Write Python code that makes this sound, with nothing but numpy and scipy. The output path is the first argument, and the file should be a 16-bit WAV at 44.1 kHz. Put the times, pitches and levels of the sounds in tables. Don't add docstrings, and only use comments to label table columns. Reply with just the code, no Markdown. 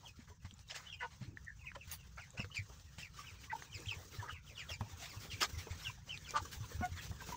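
import sys
import numpy as np
from scipy import signal
from scipy.fft import rfft, irfft
from scipy.io import wavfile
from scipy.ndimage import uniform_filter1d, map_coordinates

SR = 44100
rng = np.random.default_rng(int(sys.argv[2]) if len(sys.argv) > 2 else 0)


def ratio_of_db(decibels):
    return 10 ** (np.asarray(decibels, float) / 20)


def transcribe(signal):
    frames = np.atleast_2d(signal).T
    limited = np.clip(frames, -1, 1)
    pcm = np.round(limited * 32767).astype(np.int16)
    wavfile.write(sys.argv[1], SR, pcm)


N = 324576
T = np.arange(N) / SR


def unit(x):
    return x / np.sqrt(np.mean(x ** 2) + 1e-20)


def along(points, hz):
    f, v = np.transpose(points)
    return np.interp(np.log(hz + 1), np.log(f + 1), v)


def wobble(rate_hz, size=N):
    knots = rng.standard_normal(max(int(size * rate_hz / SR) + 4, 160))
    return map_coordinates(knots, [np.arange(size) * rate_hz / SR])


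def noise(gain, patchy_db):
    hz, _, z = signal.stft(rng.standard_normal(N), SR, nperseg=512)
    field = rng.standard_normal(z.shape)
    field = uniform_filter1d(uniform_filter1d(field, 4, 0), 6, 1)
    z = z * gain(hz)[:, None] * ratio_of_db(patchy_db * unit(field))
    return unit(signal.istft(z, nperseg=512)[1][:N])


def zone(spectrum, lo_hz, hi_hz, steep):
    def gain(f):
        edges = (1 + (lo_hz / (f + 1)) ** steep) * (1 + (f / hi_hz) ** steep)
        return ratio_of_db(along(spectrum, f)) / np.sqrt(edges)
    return gain


def lift(hz, centre_hz, width_hz):
    return 1 / (1 + ((hz - centre_hz) / width_hz) ** 2)


def call(start_s, length_s, rise):
    at = int(start_s * SR)
    u = np.arange(0, 1, 1 / (length_s * SR))[:N - at]
    return at, u, np.sin(np.pi * u ** rise) ** 1.1


# t/s, length/s
DIPS = [(0.116, 0.082), (0.212, 0.069), (0.329, 0.083), (0.64, 0.032), (0.951, 0.048), (1.478, 0.087),
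        (2.08, 0.08), (4.34, 0.13), (1.286, 0.085), (4.767, 0.032), (5.175, 0.023), (5.276, 0.03),
        (5.947, 0.13), (6.437, 0.011), (6.582, 0.028), (6.938, 0.074), (7.114, 0.092), (7.245, 0.022)]
DIP_DB = -4.5


def noise_control():
    shut_db = sum(DIP_DB * ((T > s) & (T < s + length_s)) for s, length_s in DIPS)
    return ratio_of_db(uniform_filter1d(shut_db, size=600))


# t/s, bustle/dB
BUSTLE = [(0.0, -3.5), (0.47, -7.5), (0.72, -5), (1.35, -8), (1.74, -5.5), (3.01, -4), (3.22, -2),
          (3.57, -0.5), (4.06, 5), (4.41, -2), (4.86, 2), (5.45, 8), (5.76, 3.5), (5.9, 1.5), (6.13, -1.5),
          (6.35, 7), (6.79, 4.5), (7.36, 8)]
# low f/Hz, high f/Hz, level/dB, growth/(dB per dB of bustle)
BANDS = [
    (261, 450, -73.5, 1.3),
    (840, 3400, -66.5, 0.84),
    (3830, 7230, -66.5, 0.79),
    (10000, 6900, -75.5, 1.5),
]
# f/Hz, level/dB
PEN = [(120, -46), (200, 23.5), (305, -16), (491, 2.5), (647, -19.5), (1650, -17.5), (2170, -24),
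       (6050, -7)]
# f/Hz, level/dB
LITTER = [(2170, -37), (6050, -4), (10700, -17), (13600, -7), (14900, 13), (16000, 11)]
# t/s, level/dB
TRAMPLE = [(0.0, -62), (0.41, -60), (0.92, -63.5), (1.27, -58.5), (4.12, -60), (5.62, -57.5), (6.41, -56.5),
           (6.91, -55), (7.36, -55)]
# f/Hz, level/dB
GROUND = [(15, -27), (25, -20.5), (59, 1.5), (91, -1), (153, -4.5), (260, -25), (340, -44.5), (570, -120)]


def background():
    bustle_db = np.interp(T, *np.transpose(BUSTLE))
    breath_db = 2.0 * wobble(22) + 1.6 * wobble(90)
    flock = 0
    for (lo_hz, hi_hz, db, grows), colour in zip(BANDS, (PEN, PEN, LITTER, LITTER)):
        level_db = db + grows * bustle_db + breath_db + 1.1 * wobble(30)
        flock = flock + ratio_of_db(level_db) * noise(zone(colour, lo_hz, hi_hz, steep=9), patchy_db=2.8)
    step_db = np.interp(T, *np.transpose(TRAMPLE))
    white = rfft(rng.standard_normal(N))
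    ground = unit(irfft(white * ratio_of_db(along(GROUND, np.fft.rfftfreq(N, 1 / SR))), N))
    return noise_control() * flock + ratio_of_db(step_db) * ground


def far_flock():
    out = np.zeros(N)
    for when, pitch, life, size in rng.uniform(size=(420, 4)):
        at, u, swell = call(when * (T[-1] - .1), 0.015 + 0.0723 * life, rise=0.67)
        hz = 800 * 3.6 ** pitch * (1 - .1 * pitch * u)
        note = np.sin(2 * np.pi * np.cumsum(hz) / SR)
        out[at:][:len(u)] += ratio_of_db(10 * size) * swell * wobble(200, size=len(u)) * note
    return ratio_of_db(np.interp(T, *np.transpose(BUSTLE)) - 72.5) * unit(out)


# t/s, length/s, throat f/Hz, level/dB, pitch f/Hz
CLUCKS = [(3.177, 0.056, 1190, -49.5, 586), (4.188, .04, 1700, -49, 570), (4.217, .042, 900, -49.5, 476),
          (1.025, 0.057, 890, -44, 470), (4.85, .045, 810, -59, 450), (0.29, 0.073, 430, -68, 420),
          (0.295, .07, 1000, -69, 500), (1.625, 0.078, 1150, -66.5, 520), (6.398, .016, 900, -47, 450),
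          (5.845, 0.052, 1600, -56.5, 530), (3.496, 0.023, 2100, -45.5, 498.6),
          (3.524, 0.027, 850, -38, 446), (3.548, 0.02, 894, -42, 440), (3.915, 0.022, 1100, -51.5, 460),
          (4.994, 0.078, 730, -57, 711), (5.893, 0.022, 1080, -52, 500), (6.634, 0.029, 1020, -58.5, 510),
          (2.5, 0.018, 1100, -56, 597), (7.318, 0.026, 1000, -44, 500), (7.339, 0.022, 960, -45, 475),
          (7.314, 0.042, 2000, -56, 510)]
RASPS = [(1.219, 0.22, 300, -61.5, 129.6), (3.509, 0.029, 1830, -42.5, 507),
         (4.27, 0.057, 1600, -47.5, 330.6), (5.124, 0.057, 970, -60, 560), (6.966, 0.051, 1900, -54.5, 442),
         (3.755, 0.12, 400, -59, 160), (4.122, .07, 390, -59.5, 140), (4.2, 0.12, 480, -60.5, 160),
         (4.485, 0.096, 570, -67, 180), (4.685, .055, 640, -57, 200), (3.228, 0.049, 1470, -58, 510),
         (3.43, 0.024, 2300, -56.5, 560), (0.02, 0.075, 850, -61.5, 300), (2.69, .06, 1030, -63.5, 280),
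         (4.19, .13, 1300, -54, 300), (2.33, .07, 550, -61, 180), (6.345, .07, 1300, -42, 240),
         (3.96, .1, 700, -62, 230)]
SQUAWKS = [
    (1.015, 0.059, 1470, -44, 488.6),
    (5.412, 0.052, 1730, -35, 402.4),
    (7.2, 0.039, 1530, -51, 489),
]
COOS = [
    (6.815, 0.074, 1180, -37, 722),
]
BAWKS = [
    (6.336, 0.067, 1200, -32, 300),
    (1.002, 0.063, 1750, -40.5, 496),
    (6.817, .05, 2100, -49, 722),
    (6.81, .05, 1090, -49, 361),
]
KINDS = [
    (.33, .14, .96),
    (.65, .27, .92),
    (.62, .33, .65),
    (.12, .45, .65),
    (.3, .22, .93),
]


def clucks():
    out = np.zeros(N)
    tables = (CLUCKS, RASPS, SQUAWKS, COOS, BAWKS)
    rows = [(*row, *kind) for table, kind in zip(tables, KINDS) for row in table]
    for s, length_s, open_hz, db, hz, rough, wide, shut in rows:
        shut_hz, width_hz = shut * open_hz, wide * open_hz
        at, u, swell = call(s, length_s, rise=0.72)
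        throat_hz = shut_hz + (open_hz - shut_hz) / (1 + np.exp((u - .3) / 0.15))
        sag = 1 - 0.1 * rough * (u - .4)
        jitter = 1 + 0.054 * rough * wobble(80.4, size=len(u))
        half_turn = np.pi * np.cumsum(hz * sag * jitter) / SR
        voice = power = 0
        knots = rng.standard_normal((40, 50))
        for k in range(2, min(int(11000 / hz), 40)):
            line_hz = k * hz * sag / 2
            throat_gain = 1 / (1 + ((line_hz - throat_hz) / width_hz) ** 2) ** 1.46
            rasp_gain = 0.05 * rough * (line_hz > throat_hz)
            gain = (throat_gain + rasp_gain) * (0.75 * rough if k % 2 else 1)
            shake = unit(1 - rough + rough * map_coordinates(knots[k], [u * length_s * 189]))
            voice = voice + gain * shake * np.sin(k * half_turn + 9 * knots[k, -1])
            power = power + gain ** 2 / 2
        out[at:][:len(u)] += ratio_of_db(db) * swell ** 2.04 * voice / np.sqrt(power)
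    return out


# t/s, length/s, first f/Hz, level/dB, overtone/dB
PEEPS = [(0.922, 0.032, 2960, -48, -10), (2.546, .068, 3100, -42, -12), (3.876, .07, 3600, -41, -14),
         (0.049, 0.056, 3550, -52, -8.5), (1.661, 0.048, 2730, -46.5, -41), (1.802, 0.039, 3000, -50, -22),
         (2.193, 0.09, 3026, -55.5, -10), (3.253, 0.089, 3550, -56, -9), (3.721, 0.068, 3260, -48.5, -2),
         (4.462, 0.079, 3590, -56.5, -10), (4.549, 0.11, 3890, -49, -7.5), (4.585, .05, 3480, -49, -22),
         (4.687, 0.06, 3600, -40.5, -5), (5.088, 0.063, 2800, -55, -0.5), (5.296, 0.065, 3460, -46, -16),
         (5.375, 0.037, 2780, -54, -30), (5.846, 0.056, 3450, -41, -17), (6.242, 0.092, 3692, -52, -4),
         (6.977, 0.026, 3700, -50, -35)]
# t/s, length/s, aimed f/Hz, last f/Hz, level/dB
HOOKED = [
    (2.372, 0.063, 3360, 2087, -40),
    (2.978, 0.11, 3665, 1687, -51),
    (6.082, .098, 3515, 1800, -45),
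]
# t/s, length/s, first f/Hz, last f/Hz, level/dB
WAVERS = [(0.852, 0.08, 2980, 3040, -54.5), (0.879, 0.076, 3460, 3150, -50.5),
          (0.981, 0.079, 2936, 2840, -53.5), (1.47, 0.05, 1900, 1703, -46.5),
          (1.592, 0.054, 2840, 2400, -59), (1.98, 0.063, 3050, 2560, -61.5),
          (4.299, 0.036, 3020, 2950, -47), (4.335, 0.053, 2882, 1975, -53), (1.63, .05, 2340, 1950, -58),
          (6.97, 0.021, 1715, 1640, -49.5), (6.974, 0.029, 2194, 1810, -49), (6.998, .02, 2790, 2580, -53),
          (3.225, .06, 2450, 2160, -61), (2.514, .042, 2850, 3150, -52), (3.857, .024, 2350, 3700, -51),
          (4.351, 0.065, 2940, 2200, -59.5)]
# f/Hz, width/Hz, level/dB
BEAK = [
    (5050, 1100, 0),
    (7150, 550, -2),
]
FALL_PER_S, HOOK_DEPTH, HOOK_S = 5.7, .42, .009
FALL_HOARSE, WAVER_HOARSE, WAVER_OVERTONE_DB, HOOK_OVERTONE_DB = .45, .48, -26, -13
WINDPIPE_HZ, WINDPIPE_WIDTH_HZ = 2690, 950


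def peeps():
    out = np.zeros(N)
    rows = [(s, length_s, hz, hz * (1 - FALL_PER_S * length_s), db, over_db, FALL_HOARSE, 0)
            for s, length_s, hz, db, over_db in PEEPS]
    rows += [(*row, HOOK_OVERTONE_DB, FALL_HOARSE, HOOK_DEPTH) for row in HOOKED]
    rows += [(*row, WAVER_OVERTONE_DB, WAVER_HOARSE, 0) for row in WAVERS]
    for s, length_s, start_hz, end_hz, db, over_db, hoarse, hook in rows:
        at, u, swell = call(s - .006, length_s + .012, rise=.85)
        slide = (u * (length_s + 0.01195) - .006) / length_s
        slide = slide + 0.14 * np.sin(np.pi * u) * (hook == 0)
        hz = start_hz + (end_hz - start_hz) * slide
        hz = hz * (1 + 0.0278 * hoarse * wobble(154.7, size=len(u)))
        below = hook * np.exp(-np.maximum(slide, 0) * length_s / HOOK_S)
        hz = hz * (1 - below)
        swell = swell * (1 - 2 * below)
        turn = 2 * np.pi * np.cumsum(hz) / SR
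        upper = 0
        for k, (centre_hz, width_hz, up_db) in enumerate(BEAK, start=2):
            upper = upper + ratio_of_db(over_db + up_db) * lift(k * hz, centre_hz, width_hz) ** 2 * np.sin(k * turn)
        beat = unit(wobble(300, size=len(u)) + hoarse * wobble(650, size=len(u)))
        beat = 1 - hoarse + hoarse * beat
        breath = ratio_of_db(1.8 * wobble(90, size=len(u)) - 4 * u)
        whistle = unit(beat) * np.sin(turn) * unit(lift(hz, WINDPIPE_HZ, WINDPIPE_WIDTH_HZ))
        overtones = ratio_of_db(3) * unit(.6 + beat) * upper
        out[at:][:len(u)] += ratio_of_db(db) * swell * breath * (whistle + overtones)
    return out


# t/s, peak level/dB, length/s, low band/dB
SCUFFLES = [(0.158, -52.5, 0.035, -22), (0.191, -55, 0.059, 0), (0.276, -62, 0.034, 8),
            (0.4504, -45.5, 0.027, 0), (0.698, -35, 0.045, -6.5), (0.781, -52.5, 0.056, 4.5),
            (0.833, -51, 0.083, -2), (1.003, -49.5, 0.055, 10.5), (1.107, -50, 0.059, -4.5),
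            (1.209, -47.5, 0.068, -8), (1.753, -42, 0.02, 0.5), (2.176, -47.5, 0.038, 7),
            (2.372, -42, 0.05, 0.5), (3.875, -40, 0.052, -21), (4.564, -44, 0.09, -10),
            (5.307, -35, 0.059, -30), (5.697, -41, 0.057, -3), (6.073, -45.5, 0.062, -2.5),
            (6.36, -29.5, 0.037, -7)]
# t/s, peak level/dB, length/s, top band/dB
SNEEZES = [(0.749, -32, 0.038, -16.5), (1.873, -44.5, 0.079, -7), (1.9155, -39.5, 0.043, 8.5),
           (2.544, -38, 0.054, -14), (2.979, -39, 0.075, -12), (3.167, -41, 0.072, -11),
           (3.428, -47, 0.052, -8), (4.122, -44.5, 0.094, -7), (4.693, -36.5, 0.045, -11),
           (5.014, -35, 0.069, -12), (5.195, -41, 0.094, -6), (5.409, -23, 0.035, -10),
           (5.43, -23.5, 0.032, -23), (5.577, -39, 0.062, -6), (5.77, -41, 0.15, -8),
           (6.517, -37, 0.045, -3), (6.964, -40.5, .049, -13), (7.016, -39.5, 0.058, -8),
           (7.21, -44, 0.033, -13), (7.265, -40.5, 0.081, -7)]
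# f/Hz, level/dB
PUFF = [(150, -44), (250, -18), (971, -5.5), (1980, -2.5), (2490, -13), (5160, -12), (12800, -25),
        (15200, -12)]
SCUFFLE_TOP_DB, SNEEZE_LOW_DB = -68, -9.5


def bursts():
    edges_hz = [(500, 2600), (2200, 8000), (8500, 17000)]
    low, mid, top = [noise(zone(PUFF, lo, hi, steep=22.4), patchy_db=3.5) for lo, hi in edges_hz]
    grit = ratio_of_db(1.25 * wobble(500))
    out = np.zeros(N)
    rows = [(*row, SCUFFLE_TOP_DB - row[1]) for row in SCUFFLES]
    rows += [(s, db, length_s, SNEEZE_LOW_DB, top_db) for s, db, length_s, top_db in SNEEZES]
    for s, db, length_s, low_db, top_db in rows:
        u = np.clip((T - s + 0.0053) / max(length_s, .01), 0, 3)
        on = slice(*np.flatnonzero((u > 0) & (u < 3))[[0, -1]])
        swell = 3.1 * u[on] * np.exp(-2.6 * u[on] ** 1.63)
        puff = ratio_of_db(low_db + 3.0) * low[on] + mid[on] + ratio_of_db(top_db) * top[on]
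        out[on] += ratio_of_db(db - 11.5) * swell * grit[on] * puff
    return out


# t/s, peak level/dB, ring f/Hz
THUDS = [(0.444, -45, 91), (1.21, -42, 128), (1.279, -45, 96), (1.874, -48, 81), (2.385, -45, 115.6),
         (2.437, -45, 96), (2.589, -38.5, 99.6), (3.749, -45.5, 97.6), (3.869, -40, 99), (3.965, -45, 90),
         (4.185, -39.5, 102.5), (4.324, -47.5, 81), (4.71, -44, 88), (4.806, -36.5, 103.5),
         (4.932, -45, 84), (5.168, -44, 105), (5.332, -43, 96.6), (5.53, -41.5, 81), (5.57, -40, 88),
         (5.707, -39, 87), (5.88, -46, 107), (6.387, -47, 94.5), (6.417, -45, 77.4), (6.567, -42, 76.8),
         (6.605, -39, 105.3), (6.747, -39, 85), (6.788, -36, 85), (6.917, -38, 86), (7.101, -40, 91.5)]
LIGHT_STEPS = [0.175, 0.294, 0.524, 0.595, 0.956, 2.977, 3.316, 6.162, 7.048, 7.287]
LIGHT_DB, LIGHT_HZ = -54, 88


def thuds():
    out, t = np.zeros(N + SR), np.arange(SR // 6) / SR
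    for s, db, hz in THUDS + [(s, LIGHT_DB, LIGHT_HZ) for s in LIGHT_STEPS]:
        swell = ratio_of_db(-60 * t / 0.15) * (1 - np.exp(-t / 0.0029))
        out[round(s * SR):][:len(t)] += ratio_of_db(db + 5.5) * np.sin(2 * np.pi * hz * t) * swell
    return out[:N]


# t/s, peak level/dB, ring f/Hz, edge/dB
KNOCKS = [(0.187, -53, 237, -18), (0.299, -66, 430, 6), (0.445, -52.5, 183, -19), (0.525, -58, 210.8, -22),
          (1.213, -46.5, 181, -9), (1.76, -52, 550, -1.5), (2.393, -43, 200, -1), (2.442, -55.5, 485, -9),
          (2.695, -63, 427, 7), (2.98, -52, 163, -2.5), (4.8066, -45, 230, 5), (5.248, -66, 589.4, 13),
          (5.413, -46.5, 365, 3), (5.667, -52.5, 448.7, 4), (6.334, -55, 516, 6), (6.714, -54, 483, -13),
          (6.807, -39, 222.4, -4), (7.111, -48.5, 179, -1), (7.287, -48, 180.6, 3)]


def knocks():
    out, t = np.zeros(N + SR), np.arange(SR // 10) / SR
    for s, db, hz, edge_db in KNOCKS:
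        ring = np.sin(2 * np.pi * hz * t) * ratio_of_db(-60 * t / 0.065) * (1 - np.exp(-t / 0.0008))
        edge = np.sin(2 * np.pi * 800 * t) * ratio_of_db(-60 * t / 0.005)
        dull = uniform_filter1d(uniform_filter1d(rng.standard_normal(len(t)), size=20), size=9)
        rattle = 1.38 * dull * ratio_of_db(-60 * t / 0.11)
        out[round((s + .003) * SR):][:len(t)] += ratio_of_db(db + 7.0) * (ring + ratio_of_db(edge_db) * (edge + rattle))
    return out[:N]


# t/s, peak level/dB, ring f/Hz, cycles to peak
TICKS = [(1.372, -38, 1810, 1.8), (1.717, -40.5, 1660, 0.9), (1.7579, -49, 1745, 3.8),
         (2.1775, -47, 1344, 3.9), (0.5102, -44, 3200, 1.06), (0.7103, -36, 3020, 2.1),
         (0.7442, -44.5, 1710, 3), (2.4448, -41, 1380, 0.59), (2.9846, -43.5, 2960, 0.63),
         (3.6227, -37.5, 1780, 0.72), (6.1752, -36, 3800, 1.06), (0.5392, -51, 7140, 5.9),
         (0.5921, -48, 4240, 0.82), (0.6873, -50, 3800, 4), (1.4471, -49, 7050, 1.2),
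         (2.3052, -45.5, 7360, 2.6), (1.915, -38.5, 6580, 7.2), (6.3076, -30.5, 6100, 1.15),
         (6.3759, -36.5, 7200, 1.3), (6.8558, -39, 6297, 0.78),
         (0.5826, -57, 8000, 1.5), (1.0181, -56, 7800, 1.5), (2.0398, -62, 8500, 1),
          (2.164, -54, 6900, 2.2), (2.219, -54, 8000, 1.4), (3.3109, -52, 8500, 1.1),
          (3.8035, -46, 8700, 2), (6.4577, -47, 7500, 1.2), (2.694, -54, 6300, 1.2),
          (2.798, -49.5, 4500, 0.95), (2.5591, -44, 8500, 1.5), (3.8621, -51, 7200, 4),
          (3.8711, -46, 7200, 4), (5.0255, -50, 8000, 0.91), (5.4135, -28.5, 4500, .7),
          (5.4209, -24, 5100, 1.8), (5.4207, -36, 11000, 2), (5.4305, -26, 5300, 3.1),
          (1.754, -50, 3100, 6.6), (4.8094, -33, 910, 0.69), (7.072, -52, 14800, 3), (6.452, -47, 1150, 3)]


def ticks():
    out, t = np.zeros(N + SR), np.arange(SR // 20) / SR
    for s, db, hz, cycles in TICKS:
        cycles = max(cycles, .5)
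        age = t * hz / cycles
        ring = np.sin(2 * np.pi * hz * t) * age * np.exp(1 - age)
        hiss = uniform_filter1d(rng.standard_normal(len(t)), size=3)
        crack = 0.3 / cycles ** 2 * hiss * ratio_of_db(-60 * t / 0.035)
        soft = signal.butter(2, min(2.6 * hz, 15000), fs=SR, output="sos")
        out[round(s * SR):][:len(t)] += ratio_of_db(db) * signal.sosfilt(soft, ring + crack)
    return out[:N]


# t/s, level/dB
ECHOES = [
    (.008, -15),
    (.019, -14),
]


def echoes(x):
    return sum(ratio_of_db(db) * np.roll(x, int(s * SR)) for s, db in ECHOES)


# f/Hz, t60/s
WALLS = [(300, .09), (2500, .07), (9000, .04)]


def walls(x):
    hz, t, z = signal.stft(rng.standard_normal(SR // 3), SR, nperseg=256)
    tail = signal.istft(z * ratio_of_db(-60 * t / along(WALLS, hz)[:, None]), SR, nperseg=256)[1]
    return signal.fftconvolve(np.pad(x, (250, 0)), tail / np.linalg.norm(tail))[:N]


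def scene():
    whistles = peeps()
    whistles = whistles + echoes(whistles) + far_flock()
    dulling = signal.butter(4, 8200, fs=SR, output="sos")
    voices = signal.sosfilt(dulling, clucks()) + ticks()
    answer = walls(ratio_of_db(-10.5) * whistles + ratio_of_db(-16) * voices)
    mix = whistles + voices + answer + bursts() + thuds() + knocks() + background()
    return mix[None]


def low_pass(x):
    return signal.sosfilt(signal.butter(12, 16650, fs=SR, output="sos"), x)


def record(dry):
    top_hz = 15680
    kept = irfft(rfft(dry) * (np.fft.rfftfreq(N, 1 / SR) < top_hz), N)
    return low_pass(kept)


dry = scene()
out = record(dry)
transcribe(out)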